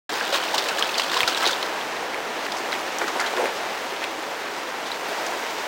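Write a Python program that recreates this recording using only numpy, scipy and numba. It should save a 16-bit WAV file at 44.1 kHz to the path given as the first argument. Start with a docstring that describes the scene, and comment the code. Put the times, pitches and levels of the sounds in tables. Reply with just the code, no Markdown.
"""A shallow stream rushes steadily outdoors, heard from its bank: a wash of countless bubbles.
For the first two seconds a young dog wades through it: paws slap up spray, trapped air rings,
stirred water fizzes and drops plink back. Then the water settles and the dog climbs the muddy
bank, brushing through wet leaves and squelching around the three-second mark.
A few last leaves and drips tick while the stream runs on."""
import sys
import numpy as np
from scipy import signal
from scipy.fft import rfft, irfft, next_fast_len
from scipy.io import wavfile
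from scipy.ndimage import uniform_filter1d
from numba import njit

SR = 44100
rng = np.random.default_rng(int(sys.argv[2]) if len(sys.argv) > 2 else 0)


def master(y):
    """Save y as 16-bit WAV."""
    cut = np.clip(np.atleast_2d(y).T, -1, 1)
    pcm = np.round(cut * 32767)  # scale
    wavfile.write(sys.argv[1], SR, pcm.astype(np.int16))


N = 250399
T = np.arange(N) / SR

# Paws hitting water. Each row: start in seconds, level in dB, length in seconds,
# low gulp against the spray in dB, ring of the spray in Hz, top of the spray in Hz.
PAW_SPLASHES = [(0.326, -22, 0.01, -5, 3700, 11000), (0.342, -22.5, 0.019, 2.5, 3400, 5500),
                (0.435, -28, 0.01, 1, 3530, 14000), (0.543, -20, 0.006, -8, 4000, 14000),
                (0.552, -29, 0.0079, -10, 5200, 14000), (0.5794, -18.5, 0.0095, -17, 4200, 6500),
                (0.684, -22.5, 0.01, -14, 3020, 14000), (0.786, -25.5, 0.015, -3, 6740, 16000),
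                (0.978, -20.5, 0.009, -14, 4660, 12000), (0.995, -20.5, 0.007, -11, 3600, 6500),
                (1.031, -27, .008, -5, 3500, 9000), (1.114, -26, 0.01, 8, 3480, 9000),
                (1.133, -21, .004, 5, 3700, 12000), (1.14, -24.5, 0.0096, 0, 4500, 7000),
                (1.167, -20, 0.011, -3, 3700, 5000), (1.188, -29, 0.0071, 6, 4700, 7000),
                (1.2755, -16, 0.0115, -5, 4200, 10000), (1.372, -22, 0.0082, 5, 3900, 14000),
                (1.406, -27, .012, 7, 4000, 8000), (1.423, -27, 0.024, 7, 3500, 7000),
                (1.453, -19, 0.005, -8, 3900, 5000), (1.471, -19, 0.0097, -12, 3700, 12000),
                (1.508, -26, .01, -14, 4800, 14000), (1.626, -28, 0.0055, -20, 3600, 14000)]
# The loudest air pockets trapped by paws and falling drops.
# Each row: start in seconds, level in dB, pitch in Hz, cycles until it has died away.
AIR_POCKETS = [(0.210, -16, 1580, 50), (0.326, -17, 555, 46), (.345, -9, 3730, 35), (0.352, -16, 1100, 36),
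               (.401, -21, 1520, 40), (.5398, -12.5, 884, 33), (.562, -20, 1120, 28), (.582, -11, 4070, 45),
               (.690, -20, 2670, 42), (0.712, -19, 1460, 50), (.762, -19.5, 690, 30), (.786, -19, 1640, 45),
               (.812, -14.5, 1230, 40), (0.8251, -4, 3150, 28), (.831, -15, 1620, 35),
               (.839, -19, 3250, 40), (0.892, -17, 2580, 58), (.943, -16, 3520, 40), (.955, -17, 2500, 45),
               (.984, -14, 4310, 50), (0.996, -15.5, 1080, 26), (0.9974, -9, 2800, 41),
               (1.019, -13, 4530, 35), (1.0206, -18, 3220, 54), (1.166, -12, 1033, 43),
               (1.206, -15, 1000, 20), (1.2055, -7.5, 2050, 19), (1.2056, -4.5, 3200, 25),
               (1.215, -15, 2800, 30), (1.232, -4, 2380, 19), (1.236, -18, 2300, 45),
               (1.3475, -10.5, 3800, 42), (1.406, -16, 1550, 45), (1.426, -18, 1260, 41),
               (1.441, -14, 2040, 45), (1.442, -17, 1110, 35), (1.4643, -5.5, 3800, 36),
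               (1.466, -16.5, 400, 15), (1.467, -18.5, 850, 30), (1.4855, -13, 3750, 35),
               (1.493, -17, 1480, 50), (1.532, -12, 3500, 43), (1.627, -20, 3100, 55),
               (1.629, -17.5, 4000, 55), (1.812, -19.5, 3300, 46), (2.1446, -11, 2170, 15),
               (2.5205, -20, 4900, 50), (2.7225, -17, 3960, 45), (2.738, -16, 3190, 40),
               (3.0135, -15.5, 1900, 22), (3.154, -18, 890, 40), (3.197, -14, 2000, 40),
               (3.241, -17, 1590, 37), (3.336, -19, 780, 28), (3.376, -15, 380, 9.2), (3.39, -18, 486, 43),
               (3.429, -17, 443, 24), (4.041, -21, 2410, 30), (4.042, -19, 3520, 25),
               (4.9173, -16, 3930, 57), (5.266, -22, 6290, 64)]
# Leaves and stems struck on the bank.
# Each row: start in seconds, level in dB, length in seconds, centre of the ring in Hz.
LEAF_HITS = [(2.451, -33, .006, 4200), (2.464, -23, .003, 1900), (2.519, -26.5, 0.0065, 3400),
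             (2.565, -35, 0.028, 5200), (2.72, -29, .0027, 3760), (2.7273, -17.5, 0.0035, 1840),
             (2.728, -28, .004, 3600), (2.737, -24, 0.003, 2500), (2.741, -31, .02, 2000),
             (2.984, -25, .0038, 6160), (3.0105, -21.5, 0.01, 1740), (3.04, -26, .007, 1600),
             (3.078, -23, 0.008, 1500), (3.079, -29, .007, 3600), (3.192, -23.5, 0.04, 1470),
             (3.199, -24, 0.005, 4330), (3.212, -30, .006, 4400), (3.261, -26.5, 0.016, 3240),
             (3.365, -28, .007, 3370), (3.37, -23, 0.0087, 1650), (3.454, -26, .016, 1770),
             (3.963, -28, .003, 3500), (4.011, -27, 0.0022, 3000), (4.017, -28.5, 0.025, 1970),
             (4.038, -25, 0.0049, 2600), (4.852, -36, 0.034, 3650), (5.264, -31, 0.004, 6000)]
# Paws pressing into mud. Each row: start in seconds, level in dB, length in seconds.
MUD_STEPS = [(3.014, -21.5, 0.017), (3.153, -27.5, 0.031), (3.374, -22.5, 0.02), (3.399, -25, 0.035),
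             (3.435, -23.5, 0.028)]
# The stream as the listener turns. Each row: time in seconds, level before the trim in dB,
# treble tilt in dB per octave, babble against the rush in dB.
STREAM_RIDE = [(1.7, -28.5, 0, -10), (2.12, -29, -0.5, -13), (2.97, -28.5, 0, -16), (3.24, -27.5, 0, -8),
               (4.17, -30.5, 0, -19), (4.84, -30.5, 0, -16), (5.22, -28.5, 0.5, -7.5),
               (5.68, -29.5, 0.5, -23)]

# EQ curves that voice the noise layers. Each row: frequency in Hz, relative level in dB.
SPRAY_EQ = [(60, -60.5), (200, -37), (800, 3), (1800, -16), (3000, 3.5), (4500, 2), (6500, -1), (9000, -11),
            (12000, -16.5), (15500, -12)]  # bright spray off a paw
GULP_EQ = [(60, -45), (150, -26), (300, 3), (450, -8), (1000, 7.5), (1600, 11), (3000, -10), (8000, -22)]  # the hollow cavity closing behind it
FOAM_EQ = [(50, -55), (150, -41), (340, 1.5), (950, -8), (1550, 7), (2200, -3), (3900, 2.5), (6000, -4.5),
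           (9000, -9.5), (12000, -21.5), (15500, -10)]  # fizz of stirred water
LEAF_CRACK_EQ = [(300, -9), (2000, -1), (4500, -1), (7000, -3), (11500, -14), (13500, -7), (15500, -7)]  # broad snap of a struck leaf
MUD_EQ = [(60, -30), (170, -33), (330, 0.5), (500, 2), (900, 3.5), (1300, -5), (3000, -17), (8000, -23),
          (12000, -33)]  # dull, soft ground
RUSH_EQ = [(30, -28), (60, -23.5), (120, -21), (220, -9), (320, -3), (450, 0), (950, 0.8), (1200, -2.5),
           (1800, -3), (3900, -11.5), (6200, -16.5), (10500, -28), (12100, -32), (13300, -27),
           (15500, -27.5)]  # midrange wash of far bubbles


def splashes(spatter_db=-12.5, spatter_stretch=1.2):
    """A paw throws up ringing spray that spatters back; its cavity closes with a low gulp."""
    spray = unit(colour(crackle(1200, 1.4), SPRAY_EQ))
    beads = bubbles(5000, 1380, 8800, cycles=19, spread_db=1.2)
    drops = bubbles(3500, 2800, 7700, cycles=7, spread_db=2.6)
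    gulp = unit(colour(crackle(500, 1.5), GULP_EQ))
    mist = undb(-20) * unit(low_cut(crackle(1200, 2.5), hz=12000))  # the finest droplets
    out = 0
    for start, db, length, gulp_db, ring_hz, top_hz in PAW_SPLASHES:
        ringing = unit(band(beads, ring_hz, q=5.5))
        wet = unit(high_cut(undb(-3) * spray + undb(-4.5) * ringing, top_hz))
        slap = burst(wet + mist + undb(gulp_db) * gulp, start, length, attack_s=0.0008)
        spatter = undb(spatter_db) * burst(drops, start, length * spatter_stretch)
        out += undb(db) * (slap + spatter)
    return out


def plops(shed_db=-15.5, shed_octaves=0.385, glide=0.1):
    """Air pockets ring and shed fainter bubbles; small, loud ones come from fast drops that tick."""
    starts, db, hz, cycles = np.array(AIR_POCKETS).T.copy()
    pockets = ring(starts, hz, cycles, undb(db), glide)
    # each pocket sheds two bubbles, a little late and a little off its pitch
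    for lag, detune in rng.random((len(starts), 2, 2)).transpose(1, 2, 0):
        shed_starts = starts + 0.0017 + 0.008 * lag
        shed_hz = hz * 2 ** (shed_octaves * (2 * detune - 1))
        pockets += ring(shed_starts, shed_hz, cycles, undb(db + shed_db), glide)
    tick = band(rng.standard_normal(N), 4300, q=0.67)
    tick_gains = undb(1.1 * db - 22) * hz / 3000
    ticks = sum(gain * burst(tick, start, 0.002, attack_s=0.00019)
                for start, gain in zip(starts, tick_gains))
    return low_cut(pockets) + ticks


def churn():
    """Water stirred by the legs fizzes, sloshes, sheds small bubbles and patters with droplets."""
    foam = undb(-2) * unit(colour(crackle(450, 4.6), FOAM_EQ))
    slosh = undb(-11.5) * bubbles(600, 447, 1170, cycles=27, spread_db=1.9)
    beads = undb(-6.5) * bubbles(1200, 837, 1870, cycles=29, spread_db=1.3)
    patter = undb(-2.5) * bubbles(2200, 2425, 5200, cycles=35, spread_db=2.2)
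    return stirring() * (foam + slosh + beads + patter)


def stirring(wading_db=-34, climb_out_s=1.5, settle_s=0.089):
    """The churn's envelope: steady wading until the dog climbs out, plus a wake for each splash."""
    wake_db, rise_s, fall_s = -13.5, 0.0042, 0.08
    wading = undb(wading_db) * np.exp(-np.maximum(T - climb_out_s, 0) / settle_s)
    power = wading ** 2
    mean_length = np.mean([length for _, _, length, *_ in PAW_SPLASHES])
    for start, db, length, gulp_db, *_ in PAW_SPLASHES:
        swell = np.exp(-np.maximum((start - T) / rise_s, (T - start) / fall_s))
        heft = length / mean_length * (1 + undb(gulp_db) ** 2)  # long, deep splashes stir more
        power += heft * (undb(db + wake_db) * swell) ** 2
    return np.sqrt(power)


def leaves():
    """Wet leaves and stems crack against the dog and ring briefly."""
    grain = crackle(1400, 3.4)
    crack = undb(-16) * unit(colour(grain, LEAF_CRACK_EQ))
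    out = 0
    for start, db, length, hz in LEAF_HITS:
        blade = band(band(grain, hz, q=0.85), hz, q=0.85)
        stem = undb(3) * band(blade, hz, q=3.5)
        out += undb(db) * burst(unit(blade + stem) + crack, start, length, attack_s=length / 8)
    return low_cut(out)


def mud():
    """Soft ground gives way under a paw with a dull, lumpy squelch and a few low bubbles."""
    lumps = colour(crackle(230, 2.2), MUD_EQ)
    ooze = lumps + undb(-13) * bubbles(500, 380, 930, cycles=24, spread_db=1.6)
    return sum(undb(db) * burst(ooze, start, length, attack_s=0.0054) for start, db, length in MUD_STEPS)


def thump(hz=78):
    """One faint low thump among the splashes."""
    rumble = band(band(rng.standard_normal(N), hz, q=0.66), hz, q=0.71)
    return undb(-38) * burst(rumble, start_s=1.231, length_s=0.0088)


def stream(trim_db=0.15, eddy_db=0.62):
    """Countless far bubbles merge into a rush; nearer ones gurgle, babble and tick out of it."""
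    times, *columns = np.transpose(STREAM_RIDE)
    level_db, tilt_db, babble_db = (np.interp(T, times, column) for column in columns)
    spectrum = rfft(unit(colour(crackle(700, 0.92), RUSH_EQ)))
    hz = np.maximum(np.fft.rfftfreq(N, 1 / SR), 1)
    octaves = np.clip(np.log2(hz / 1000), -3, 4)
    rush = 0
    for octave in range(-3, 5):
        share = np.maximum(1 - abs(octaves - octave), 0)
        # every size of bubble comes and goes with its own eddies
        rush += irfft(spectrum * share, N) * undb(tilt_db * octave + eddy_db * wander(28))
    gurgle = undb(-15) * bubbles(900, 304.3, 1890, cycles=30.5, spread_db=3.5)
    babble = undb(babble_db) * bubbles(1100, 585, 1017, cycles=22, spread_db=3.2)
    ticks = undb(-28.5) * bubbles(2600, 1220, 5700, cycles=30, spread_db=5.9)
    return undb(level_db + trim_db) * (rush + gurgle + babble + ticks)


def bank_echo(x, taps=SR // 20):
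    """In open air only the water surface and the bank return a faint early echo."""
    response = rng.standard_normal(taps) * envelope(0.001, 0.0088, attack_s=0.00098)[:taps]
    echo = signal.fftconvolve(x, response)[:N]
    return undb(-19) * np.std(x) * unit(echo)


def bubbles(count, low_hz, high_hz, cycles, spread_db):
    """A swarm of bubbles scattered over the whole scene: many faint ones, a few loud."""
    when, pitch, life, strength = rng.random((count, 4)).T
    hz = low_hz * (high_hz / low_hz) ** pitch
    gains = undb(spread_db * np.minimum(-np.log(1 - strength), 4))
    swarm = ring(when * N / SR, hz, cycles * (0.5 + life), gains, glide=0.31)
    return unit(low_cut(swarm))


@njit
def ring(starts_s, hz, cycles, gains, glide, pinch_cycles=0.52):
    """Bubbles swing up as they pinch off, then fade, rising by the share `glide` near the surface."""
    out = np.zeros(N)
    for k in range(len(starts_s)):
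        first = int(starts_s[k] * SR)
        samples = int(cycles[k] * SR / hz[k]) + 2
        for i in range(min(samples, N - first)):
            age, turns = i / samples, hz[k] * i / SR
            level = gains[k] * min(turns / pinch_cycles, 1.) * np.exp(-6.9 * age)  # 60 dB of decay
            out[first + i] += level * np.sin(2 * np.pi * turns * (1 + glide * age / 2))
    return out


def crackle(rate_hz, rough_db):
    """Grainy noise: tiny bursts crowded together, each of its own strength."""
    return unit(rng.standard_normal(N) * undb(rough_db * wander(rate_hz)))


def wander(rate_hz):
    """A smooth random control at rms 1."""
    hold = int(SR / rate_hz)
    steps = np.repeat(rng.standard_normal(N // hold + 1), hold)[:N]
    return unit(uniform_filter1d(steps, hold))


def burst(texture, start_s, length_s, attack_s=0.0017):
    """One hit cut from a texture, its energy set by the envelope alone."""
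    shape = envelope(start_s, length_s, attack_s)
    return unit(texture * shape) * np.sqrt(np.mean(shape ** 2))


def envelope(start_s, length_s, attack_s):
    """A quick attack, a short hold and a trailing fall."""
    age = np.maximum(T[:int((start_s + 8 * length_s) * SR)] - start_s, 0)
    shape = (1 - np.exp(-age / attack_s)) / (1 + (age / length_s) ** 2.86)
    return np.pad(shape, (0, N - len(shape)))


def colour(x, eq):
    """Minimum-phase EQ that keeps the power of white noise."""
    hz, db = np.transpose(eq)
    size = next_fast_len(N + SR // 4, True) // 2 * 2
    bin_hz = np.arange(size // 2 + 1) * SR / size
    gain = unit(undb(np.interp(np.log(bin_hz + 1), np.log(hz), db)))
    cepstrum = irfft(np.log(gain))
    cepstrum[1:size // 2] *= 2  # folded forward in time, so nothing pre-rings
    cepstrum[size // 2 + 1:] = 0
    return irfft(rfft(x, size) * np.exp(rfft(cepstrum)))[:N]


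def band(x, hz, q):
    """One broad resonance."""
    return signal.lfilter(*signal.iirpeak(hz, q, fs=SR), x)


def low_cut(x, hz=280):
    """Small sources radiate almost no bass, so it rolls off steeply."""
    return signal.sosfilt(signal.butter(3, hz, "high", fs=SR, output="sos"), x)


def high_cut(x, hz):
    """Gentle roll-off of the treble."""
    return signal.sosfilt(signal.butter(2, hz, fs=SR, output="sos"), x)


def undb(db):
    """Decibels to gain."""
    return 10 ** (np.asarray(db) / 20)


def unit(x):
    """Scale to rms 1."""
    return x / np.sqrt(np.mean(x ** 2) + 1e-18)


def scene():
    """The mono mix: the dog and its echo up front, the stream as the bed."""
    dog = churn() + splashes() + plops() + leaves() + mud()
    return (dog + bank_echo(dog) + stream() + thump())[None]


def record(dry):
    """The sound snaps in after a moment of silence, with the very top cut steeply."""
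    open_s, fade_s, top_hz = 0.092, 0.002, 15900
    fade_in = np.clip((T - open_s) / fade_s, 0, 1)
    return signal.sosfilt(signal.ellip(10, 0.2, 75, top_hz, fs=SR, output="sos"), dry * fade_in)


dry = scene()
out = record(dry)
master(out)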